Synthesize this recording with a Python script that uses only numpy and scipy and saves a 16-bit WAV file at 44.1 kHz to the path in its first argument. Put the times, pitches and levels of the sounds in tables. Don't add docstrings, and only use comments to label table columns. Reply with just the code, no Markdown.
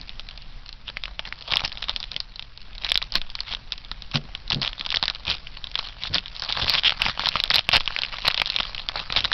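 import sys
import numpy as np
from scipy import signal
from scipy.fft import rfft, irfft, next_fast_len
from scipy.io import wavfile
from scipy.ndimage import uniform_filter1d

SR = 44100
rng = np.random.default_rng(int(sys.argv[2]) if len(sys.argv) > 2 else 0)


def gain_from_db(level_db):
    decades = np.asarray(level_db, float) / 20
    return 10 ** decades


def output_pcm(signal):
    pcm = np.clip(np.atleast_2d(signal).T, -1, 1) * 32767
    wavfile.write(sys.argv[1], SR, np.round(pcm).astype(np.int16))


N = 411453


def evened(x):
    return x / np.sqrt(np.mean(x ** 2) + 1e-20)


def coloured(x, points):
    points_hz, points_db = np.transpose(points)
    size = next_fast_len(len(x), True)
    hz = np.fft.rfftfreq(size, 1 / SR)
    db = np.interp(np.log(hz + 1), np.log(points_hz + 1), points_db)
    return irfft(rfft(x, size) * gain_from_db(db), size)[:len(x)]


def add(mix, start_s, sound):
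    part = mix[round(start_s * SR):][:len(sound)]
    part += sound[:len(part)]


def decay(t, t60_s):
    return gain_from_db(-60 * t / t60_s)


def ring(t, hz, rise_s, t60_s):
    shape = (1 - np.exp(-t / rise_s)) * decay(t, t60_s)
    return shape / shape.max() * np.sin(2 * np.pi * hz * t)


# (frequency [Hz], density [dB per Hz])
HUSH = [(18, 5), (42, 4), (65, -9), (200, -19.5), (360, -31), (700, -28.5), (2000, -29), (5300, -31)]


def hush(noise_db=-40, hum_hz=119, hum_db=-58):
    t = np.arange(N) / SR
    swell_db = 1.5 * evened(uniform_filter1d(rng.standard_normal(N), 6000))
    noise = evened(coloured(rng.standard_normal(N), HUSH)) * gain_from_db(swell_db)
    return gain_from_db(noise_db) * noise + gain_from_db(hum_db) * np.sin(2 * np.pi * hum_hz * t)


# (time [s], peak [dB], pitch [Hz], t60 [s])
SWAYS = [
    (3.153, -23.5, 10.56, 1),
    (7.772, -23.5, 10.7, 0.61),
]


def sways():
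    out, t = np.zeros(N), np.arange(SR // 2) / SR
    for s, db, hz, t60_s in SWAYS:
        add(out, s, gain_from_db(db) * ring(t, hz, .0059, t60_s))
    return out


# (time [s], peak [dB], pitch [Hz], t60 [s])
KNOCKS = [(0.0012, -41, 164, 0.11), (4.24, -38.5, 150, 0.1), (3.154, -33.5, 187, 0.16),
          (6.153, -30, 180, 0.14), (4.795, -38.5, 170, 0.09), (4.147, -17, 145, 0.17),
          (4.525, -27.5, 125, 0.17), (4.559, -20.5, 140, 0.14), (4.578, -27, 132, 0.22),
          (4.54, -32, 157, 0.19), (5.277, -28, 63.1, 0.26), (6.1, -27, 89.6, 0.26),
          (6.627, -22.5, 67, 0.14), (9.163, -30.5, 67.4, 0.57)]


def knocks():
    out, t = np.zeros(N), np.arange(SR // 2) / SR
    buzz_colour = [(90, -9.0), (250, -4.5), (600, -11.0), (1500, -34.0)]
    for s, db, hz, t60_s in KNOCKS:
        low = ring(t, hz, .002, t60_s)
        overtone = ring(t, hz * 1.582, .0065, t60_s * .64)
        rough = evened(coloured(rng.standard_normal(len(t)), buzz_colour))
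        buzz = rough * ring(t, hz / 4, .0042, t60_s)
        add(out, s, gain_from_db(db - 3) * (low + .6 * overtone + .38 * buzz))
    return out


def facets(x, patchy_db=3.0):
    z = signal.stft(x, nperseg=256)[2]
    patches = uniform_filter1d(rng.standard_normal(z.shape), size=5, axis=0)
    patches = uniform_filter1d(patches, size=14, axis=1)
    return signal.istft(z * gain_from_db(patchy_db * evened(patches) - 1), nperseg=256)[1][:N]


# (frequency [Hz], level [dB])
FOIL = [(300, -15), (1800, -14), (2600, -5), (3500, -3), (4300, -2.5), (5200, -10)]
# (frequency [Hz], level [dB])
BODY = [(150, 3), (370, -11), (600, -4.5), (1100, 1.5), (1800, -2.5), (3000, -19)]
# (time [s], level [dB])
STIR = [(0, -48), (.8, -57), (1.7, -43.5), (2.5, -54), (3.45, -46.5), (3.7, -52), (4.4, -50), (4.85, -44),
        (5.4, -47.5), (6.3, -47.5), (6.55, -36), (6.95, -41), (7.3, -40.5), (7.6, -46.5), (7.95, -39.5),
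        (8.76, -41), (8.86, -42.5), (9.33, -38.5)]
# (start [s], end [s], level [dB])
CRUMPLES = [(0.862, 0.911, -35), (1.241, 1.298, -38.5), (1.445, 1.64, -37.5), (1.862, 1.924, -39),
            (2.8, 2.913, -38), (3.038, 3.044, -40), (3.14, 3.189, -27), (3.454, 3.512, -40),
            (3.502, 3.55, -30.5), (4.129, 4.187, -27), (4.617, 4.685, -33.5), (5.252, 5.365, -29.5),
            (5.745, 5.927, -41), (5.998, 6.097, -35), (6.121, 6.185, -27), (6.481, 6.527, -33.5),
            (6.548, 6.661, -32.5), (6.664, 6.749, -30), (6.731, 6.777, -23.5), (6.982, 7.14, -27),
            (7.187, 7.28, -34), (7.319, 7.422, -40), (7.52, 7.603, -29.5), (7.72, 7.785, -21),
            (8.118, 8.148, -36.5), (8.238, 8.298, -32), (8.365, 8.407, -44), (8.516, 8.623, -49),
            (8.936, 9.04, -33), (9.158, 9.188, -23),
            (1.63, 1.668, -29),
]


def rustle(per_s=550, spread_db=5.5, body_db=-9, wake_db=-22, wake_t60_s=.036):
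    t = np.arange(N) / SR
    level = gain_from_db(np.interp(t, *np.transpose(STIR)))
    firm = (level / gain_from_db(-38.5)) ** .4
    for start, end, db in CRUMPLES:
        length = max(round((end - start) * SR), 9)
        add(level, start, gain_from_db(db) * signal.windows.tukey(length, .6))
    wake = gain_from_db(wake_db) * decay(t[:SR // 10], wake_t60_s)
    for s, db, *rest in SNAPS + small_creases():
        add(level, s, gain_from_db(db) * wake)

    clicks = gain_from_db(spread_db * np.minimum(rng.exponential(1, N), 4)) * (rng.random(N) < per_s / SR)
    grains = signal.oaconvolve(clicks, decay(t[:600], .0076))[:N]
    grains /= np.sqrt(uniform_filter1d(grains ** 2, 1500) + .5)
    grains = (evened(grains) + .3) ** np.clip(1 - level / gain_from_db(-15), .3, 1)
    grains = level * grains * rng.standard_normal(N)

    unit = rng.standard_normal(N)
    foil = coloured(grains, FOIL) / np.std(coloured(unit, FOIL))
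    body = coloured(firm * grains, BODY) / np.std(coloured(unit, BODY))
    return facets(foil + gain_from_db(body_db) * body)


def snap(db, hz, body_db, chance):
    t = np.arange(1024) / SR
    second_hz = hz * 1.25 ** np.clip(chance[0, 0], -1, 1)
    crack = ring(t, hz, .0007, .003) + .8 * ring(t, second_hz, .0002, .0022)
    crack += .36 * ring(t, 4810, .00022, .0025)
    rattle = evened(coloured(chance[1], FOIL)) * (1 - np.exp(-t / .0015)) * decay(t, .016)
    thud = evened(coloured(chance[2], BODY)) * (1 - np.exp(-t / .0004)) * decay(t, .014)
    sound = crack + gain_from_db(-4.5) * rattle + gain_from_db(body_db + 1.5) * thud
    return gain_from_db(db) * sound / abs(sound).max()


# (start [s], end [s], first rate [slips/s], last rate [slips/s], peak [dB], ring pitch [Hz])
PEELS = [
    (6.776, 6.798, 400, 180, -9, 3340),
    (6.843, 6.882, 190, 480, -2, 3190),
]


def peels():
    out = np.zeros(N)
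    for start, end, first, last, db, hz in PEELS:
        t = np.arange(start, end, 1 / SR)
        slip_count = np.cumsum(np.linspace(first, last, len(t))) / SR + 1.1
        for i in np.flatnonzero(np.diff(np.floor(slip_count))):
            chance = rng.standard_normal((3, 1024))
            add(out, t[i], snap(min(db + chance[0, 1], -6), hz, -19, chance))
    return out


# (time [s], peak [dB], ring pitch [Hz])
TICKS = [(0.0942, -17.5, 3700), (0.196, -15.5, 3250), (0.2884, -22.5, 4000), (0.311, -24.5, 3220),
         (1.0559, -14.5, 2700), (1.0805, -24.5, 1160.0), (1.2533, -19, 3230), (1.3255, -12, 2100),
         (1.41, -23, 4080), (1.4242, -21, 3570.0), (1.5072, -14, 3490.0), (1.595, -13.5, 2540.0),
         (1.6057, -13.5, 3470), (1.6184, -19.5, 950.0), (1.6443, -21, 3250), (1.6784, -14.0, 5060),
         (1.7197, -20.5, 3240), (1.7273, -19, 4230), (1.774, -18.5, 3400), (1.8237, -14, 4120),
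         (1.8852, -19, 3360.0), (1.8982, -25, 3570.0), (1.9038, -31, 3260), (1.9113, -25, 3470),
         (2.0028, -14, 4770), (2.0293, -13.5, 3900), (2.0402, -18, 3380), (2.1169, -13.5, 3850),
         (2.1329, -25, 4090.0), (2.1434, -23, 3100), (2.395, -15.5, 3530), (2.4254, -20, 3840),
         (2.7518, -24.0, 3700), (2.7814, -20.5, 3960.0), (2.837, -20, 2450.0), (2.8658, -13, 2720),
              (2.8975, -11, 5150), (2.9008, -18.0, 3700.0), (2.9444, -11, 5100), (3.018, -13.5, 2460),
              (3.1224, -12.5, 4700), (3.14, -16, 4180.0), (3.2162, -14, 3500), (3.3017, -19.5, 3470),
              (3.3533, -10, 4240), (3.3905, -20.5, 2300), (3.5259, -14, 3250), (3.5294, -17, 3530.0),
              (3.7305, -17.0, 4070), (3.7794, -20, 4130.0), (3.8488, -23.5, 3660), (4.0222, -17, 4000),
              (4.1142, -22.5, 3650), (4.1204, -27, 2930.0), (4.1699, -17.0, 4740.0), (4.3512, -12, 3180),
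              (4.479, -21, 4000), (4.5319, -13, 4310.0), (4.621, -15.0, 3340), (4.6602, -14.0, 3190.0),
              (4.6675, -19, 3080), (4.6903, -20, 3490.0), (4.7312, -18.5, 3340), (4.7962, -15, 4010.0),
              (4.8519, -16, 3530.0), (4.8912, -18.5, 3490.0), (5.1494, -16, 4160), (5.158, -21, 3260),
              (5.2526, -18, 3730), (5.2682, -18, 3230.0), (5.306, -9, 4600), (5.3214, -13, 3300),
              (5.3515, -19, 4520.0), (5.369, -24, 3700.0), (5.4711, -21.5, 2960), (5.5717, -22.5, 2800.0),
              (5.6423, -15.5, 3500), (5.6709, -18.5, 3620), (5.715, -25, 3300), (5.745, -21, 3490.0),
              (5.7777, -20, 3270.0), (5.7944, -13, 3100), (5.8516, -25, 3450.0), (5.8634, -27, 4440),
              (6.0256, -20.0, 3600), (6.0534, -21, 1380.0), (6.0712, -17.0, 3750.0), (6.0781, -20, 3630),
              (6.1387, -13, 3360), (6.1887, -27, 3190.0), (6.2594, -18, 3460), (6.2817, -19, 3960),
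         (6.3514, -23.0, 3920.0), (6.3647, -17, 3960.0), (6.397, -14.5, 4820.0), (6.4252, -19, 1550.0),
              (6.437, -14.0, 5040.0), (6.4491, -14, 4350.0), (6.4909, -13, 3360.0), (6.4943, -15, 4260.0),
              (6.5042, -19, 2670.0), (6.548, -18, 3880.0), (6.567, -15, 3360.0), (6.6162, -15, 2930.0),
              (6.623, -14, 2930.0), (6.6445, -10, 3400.0), (6.6596, -15, 4130.0), (6.6672, -18, 1210.0),
              (6.6753, -15.0, 3880.0), (6.6838, -12, 3060.0), (6.7074, -19, 2110.0), (6.7264, -18, 3880.0),
              (6.7585, -24, 3320.0), (7.002, -19.5, 2840.0), (7.0098, -19, 1080.0), (7.0214, -25, 2930.0),
              (7.049, -20, 3530.0), (7.0716, -13, 2710.0), (7.0891, -22, 3360.0), (7.0972, -15, 3140.0),
              (7.1131, -27, 4440.0), (7.176, -21, 860.0), (7.215, -23, 3140.0), (7.2223, -15, 3700.0),
              (7.237, -13, 990.0), (7.2492, -18, 3060.0), (7.3186, -17.5, 2930.0), (7.3273, -18, 2930.0),
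              (7.341, -19, 2930.0), (7.3937, -19, 2760.0), (7.4494, -24, 1460.0), (7.4561, -17, 3790.0),
              (7.4593, -24, 3140.0), (7.4778, -17, 3660.0), (7.6085, -20.5, 2970.0),
         (7.7155, -10, 3060.0), (7.801, -14, 4310.0), (7.8588, -15, 3660.0), (7.9065, -16, 1290.0),
                (7.9274, -24, 2840.0), (7.9468, -25, 3060.0), (8.0492, -14, 2760.0), (8.063, -17, 4220.0),
                (8.0938, -27, 3750.0), (8.1436, -26.5, 3140.0), (8.1693, -19, 3620.0),
                (8.185, -17.5, 2330.0), (8.2203, -17, 4010.0), (8.2304, -25, 4740.0), (8.25, -13.5, 1030.0),
                (8.289, -30, 2930.0), (8.5219, -19, 3790.0), (8.5326, -18.0, 2710.0), (8.5427, -15, 3660.0),
                (8.5665, -32, 3010.0), (8.593, -19, 3660.0), (8.6228, -23, 3100.0), (8.632, -12, 3620.0),
                (8.6524, -18.5, 3400.0), (8.6692, -21.5, 3570.0), (8.6953, -23.5, 1120.0),
                (8.7475, -13.5, 3920.0), (8.7494, -18, 2890.0), (8.7803, -14, 2970.0), (8.796, -17, 3490.0),
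                (8.8964, -17, 1210.0), (8.957, -14, 1380.0), (9.139, -20.0, 3750.0), (9.1916, -6.5, 3230.0),
                (9.1953, -19, 3320.0)]
# (time [s], peak [dB])
FAINT = [(0.0142, -22), (0.0284, -33), (0.3765, -21.5), (0.4214, -28), (0.6619, -24), (0.6817, -30),
         (0.6916, -18.5), (0.7287, -20.5), (1.289, -27), (1.3887, -27), (1.477, -22), (2.359, -21.5),
         (2.576, -21.5), (2.617, -26.5)]


def small_creases(faint_hz=4280):
    faint = [(s, db, faint_hz) for s, db in FAINT]
    return TICKS + faint


# (time [s], peak [dB], ring pitch
# [Hz], low body against ring [dB])
CREASES = [(0.9704, -11.5, 2150.0, -9), (1.0375, -10.5, 3630, -24), (1.1938, -10.0, 3140, -8),
           (1.5162, -9.5, 3880.0, -12), (1.5223, -4, 3520, -17), (1.5358, -6, 3270.0, -18),
           (1.5394, -4.5, 2460, -14), (1.5571, -8, 5030, -33), (1.6481, -10.5, 2840, -16),
           (1.6509, -6.5, 5140, -12), (1.8273, -10.5, 3580, -9.5), (1.8412, -14, 3480, -22.0),
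           (1.8951, -5, 3750.0, -23.0), (1.9625, -6, 3450, -32), (2.1645, -7, 3400, -16.5),
           (2.2032, -7.5, 4500, -22),
           (2.8471, -6, 3970, -38), (2.8906, -11, 3570, -35), (2.9054, -15, 3480, -24),
            (3.0263, -10, 3870, -12), (3.1616, -11, 3370, -13), (3.4055, -9, 4440.0, -32),
            (3.5492, -11.5, 3500, -28), (3.7221, -7, 3730, -48), (3.9154, -12.5, 3930, -6),
            (4.157, 4, 3830.0, -16), (4.1598, -14, 3660.0, -11), (4.503, -3.5, 4260.0, -27.5),
            (4.5086, -10, 4000, 1), (4.5208, -6.5, 3190.0, -33), (4.528, -7, 3540, -38),
            (4.5462, -8, 3790.0, -32.0), (4.6169, -8, 4740.0, -18), (4.627, -14.5, 3140.0, -26),
            (4.6302, -8, 3270.0, -14.5), (4.6488, -8.5, 3600, -33.5), (4.6773, -9.5, 3360, -29),
           (4.8107, -11.5, 3330, -24.0), (4.8635, -9, 3430, -30), (4.9045, -7, 3658, -35),
          (4.9186, -11.5, 2900, -25.0), (4.9247, -9.5, 3440, -29), (4.9432, -7.5, 2130, -16),
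          (4.9474, -6, 3250, -17), (4.96, -4.5, 4300, -25), (4.9702, 1.5, 3500, -14),
          (5.0277, -2.5, 4220, -5), (5.0379, -5.5, 3760, -8), (5.056, -9, 4360, -18.5),
          (5.0809, -4, 3750, -39), (5.1002, -5.5, 4080, -14), (5.28, -12.5, 3380, -17),
          (5.2903, -19, 3230.0, -20), (5.2952, -17, 3100.0, -20), (5.3004, -5.5, 3600, -15),
          (5.3145, -6.5, 3530, -29), (5.7554, -5, 3470, -12), (5.7902, -6.5, 4230, -9.5),
          (6.0363, -10.5, 3760, -17), (6.1446, -1, 5020, -18), (6.1542, -6, 3780, -16),
          (6.1583, -6, 3490.0, -5), (6.1832, -6.5, 3400, -29.0),
           (6.4218, -10, 4090.0, -21), (6.4984, -16, 3490.0, -23), (6.5249, -4.5, 3790.0, -27),
           (6.6327, -12.5, 3490.0, -24), (6.6808, -8.0, 3320.0, -11.5), (6.7384, -5, 4700, -21),
           (6.7453, -8, 4090.0, -28), (6.7521, -2.5, 3020, -34.5), (6.7744, -16, 3490.0, -23),
           (6.8355, -9.5, 3100, -32.0), (6.8948, 0, 3360.0, -28), (6.9062, -8, 3130, -41),
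           (6.922, -11.5, 3090, -4), (7.054, -6.5, 3230.0, -21), (7.0636, -6.5, 2370.0, -3.5),
           (7.0845, -8.5, 4700, -5), (7.195, -7.0, 3550, -4), (7.2587, 1, 3380, -22),
           (7.27, -4.5, 4080, -7), (7.282, -12.5, 4020, -31), (7.356, -6, 3010.0, 5),
           (7.3607, -12, 2850, -20.0), (7.3685, -9.5, 3190.0, -16), (7.5067, -2.5, 2000, -16.0),
           (7.5137, -2, 3490.0, -15.0), (7.5208, -14.5, 3550, -17), (7.539, -9, 2890.0, -7),
           (7.5417, -6.5, 3800, -29), (7.5511, -7, 4220, -24.5), (7.5735, -16, 2930.0, -18),
           (7.583, -1.5, 3000, -14), (7.59, -9, 2990, -26.5),
           (7.7222, -12, 3720, -27.0), (7.7298, -7, 2960, -21), (7.7321, -2.5, 4770, -20.0),
             (7.7346, 2, 2950, -9), (7.7394, 8.5, 3200, -17.0), (7.7605, -5.5, 4180.0, -17),
             (7.7784, -10.5, 2840.0, -7), (7.807, -9.5, 3320.0, -13), (7.8771, -6.5, 3000, -11),
             (7.9644, -6, 2370.0, -26), (7.989, -6, 3280, -17), (8.0192, -7.5, 4100, -14),
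             (8.0352, -6.5, 2900, -20), (8.2533, -10.5, 2620, -10), (8.2682, -8.5, 2610, -9),
             (8.3024, -12.5, 2630.0, -26.0), (8.3085, -12, 2450.0, -8), (8.3133, -9.0, 3790.0, -27),
             (8.3447, -5.5, 3270.0, -15), (8.3772, -1, 3660, -14), (8.3993, -5, 3220, -23.0),
             (8.4592, -7.5, 3790.0, -41.0), (8.4686, -19, 3190.0, -33.5), (8.474, -9.5, 4200, -39),
             (8.4787, -19, 3940, -35.0), (8.5013, -5, 4040, -31), (8.505, -18, 3950, -36),
             (8.5875, -8.5, 2930.0, -16), (8.6013, -6.5, 3230.0, -1.5), (8.6056, -7, 3600, -8),
             (8.8882, -4.5, 3530, -18.0), (8.9596, -12.5, 4140, -13), (9.001, -17.5, 3070, -7),
             (9.102, -12.5, 2450, -1), (9.1246, -6.5, 3640, -11.5), (9.1513, -17, 3100.0, -1),
             (9.1631, -5, 3860, -17), (9.1723, -4, 3600, -15), (9.1758, -13, 3060.0, -19.0),
             (9.1874, -12, 3640, -27), (9.2064, -8, 3830.0, -19), (9.2434, -8.5, 3600, -22),
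             (9.2481, -5, 3800, -9.5), (9.254, -8.5, 3750, -7.5), (9.3173, -9.5, 3860, 1)]
SNAPS = CREASES
# (time [s], peak [dB], ring pitch [Hz], body [dB])
CRACKS = [(1.5697, -1.4, 3320.0, -22), (2.9185, 0.2, 3400.0, -21), (2.9558, -1.6, 3320.0, -26),
          (2.9755, 0.3, 3790.0, -30), (3.1545, 1.5, 4220.0, -13), (6.6966, 2.0, 4260.0, -20),
          (7.0191, -0.6, 2890.0, -20), (7.2882, 0.8, 4130.0, -22), (7.4014, -2.0, 3920.0, -24),
          (7.4382, -0.7, 3660.0, -18), (7.5023, -2.1, 4520.0, -14), (7.544, -1.3, 3660.0, -24),
          (7.5575, 0.3, 4130.0, -16), (7.5624, -1.2, 4050.0, -19), (7.5921, -1.2, 3660.0, -11),
          (7.69, -1.0, 2710.0, -6), (7.7506, -2.0, 2760.0, -5), (7.7587, -1.6, 2840.0, -15),
          (7.7672, 0.8, 2930.0, -6), (8.2788, -0.9, 4050.0, -10), (8.282, -0.7, 3960.0, -8),
          (8.4173, -0.8, 2450.0, -8), (8.5627, -2.4, 3620.0, -26), (9.3288, -3.2, 3700.0, -15)]


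def snaps(lead_s=.0003, crack_delay_s=.0005):
    out = np.zeros(N)
    rows = [(s + crack_delay_s, *rest) for s, *rest in CRACKS]
    rows += [(s, min(db, -3.8), *rest) for s, db, *rest in SNAPS]
    for s, db, hz, body_db in rows:
        add(out, s - lead_s, snap(db, hz, body_db, rng.standard_normal((3, 1024))))
    for s, db, hz in small_creases():
        chance = rng.standard_normal((3, 1024))
        add(out, s - lead_s, snap(min(db, -8), hz, -21 + 3 * chance[0, 2], chance))
    return out


def room(x, t60_s):
    t = np.arange(SR // 3) / SR
    tail = rng.standard_normal(len(t)) * decay(t, t60_s) * (t > .002)
    return signal.oaconvolve(x, tail / np.linalg.norm(tail))[:N]


def scene():
    low_dip = [(40, -5.0), (180, -3.0), (360, -10.5), (560, 0)]
    near = coloured(snaps() + peels() + rustle(), low_dip)
    wet = gain_from_db(-22) * room(near, t60_s=.12)
    return (near + wet + knocks() + sways() + hush())[None]


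def low_pass(x):
    return signal.sosfilt(signal.butter(12, 16600, fs=SR, output="sos"), x)


def record(dry, edge_hz=5550, limit=.71, offset=-.0028):
    band = signal.firwin(121, edge_hz, window=("kaiser", 10), fs=SR)
    narrow = signal.oaconvolve(dry, band[None], "same")
    return low_pass(np.clip(narrow + offset, -limit, limit))


dry = scene()
out = record(dry)
output_pcm(out)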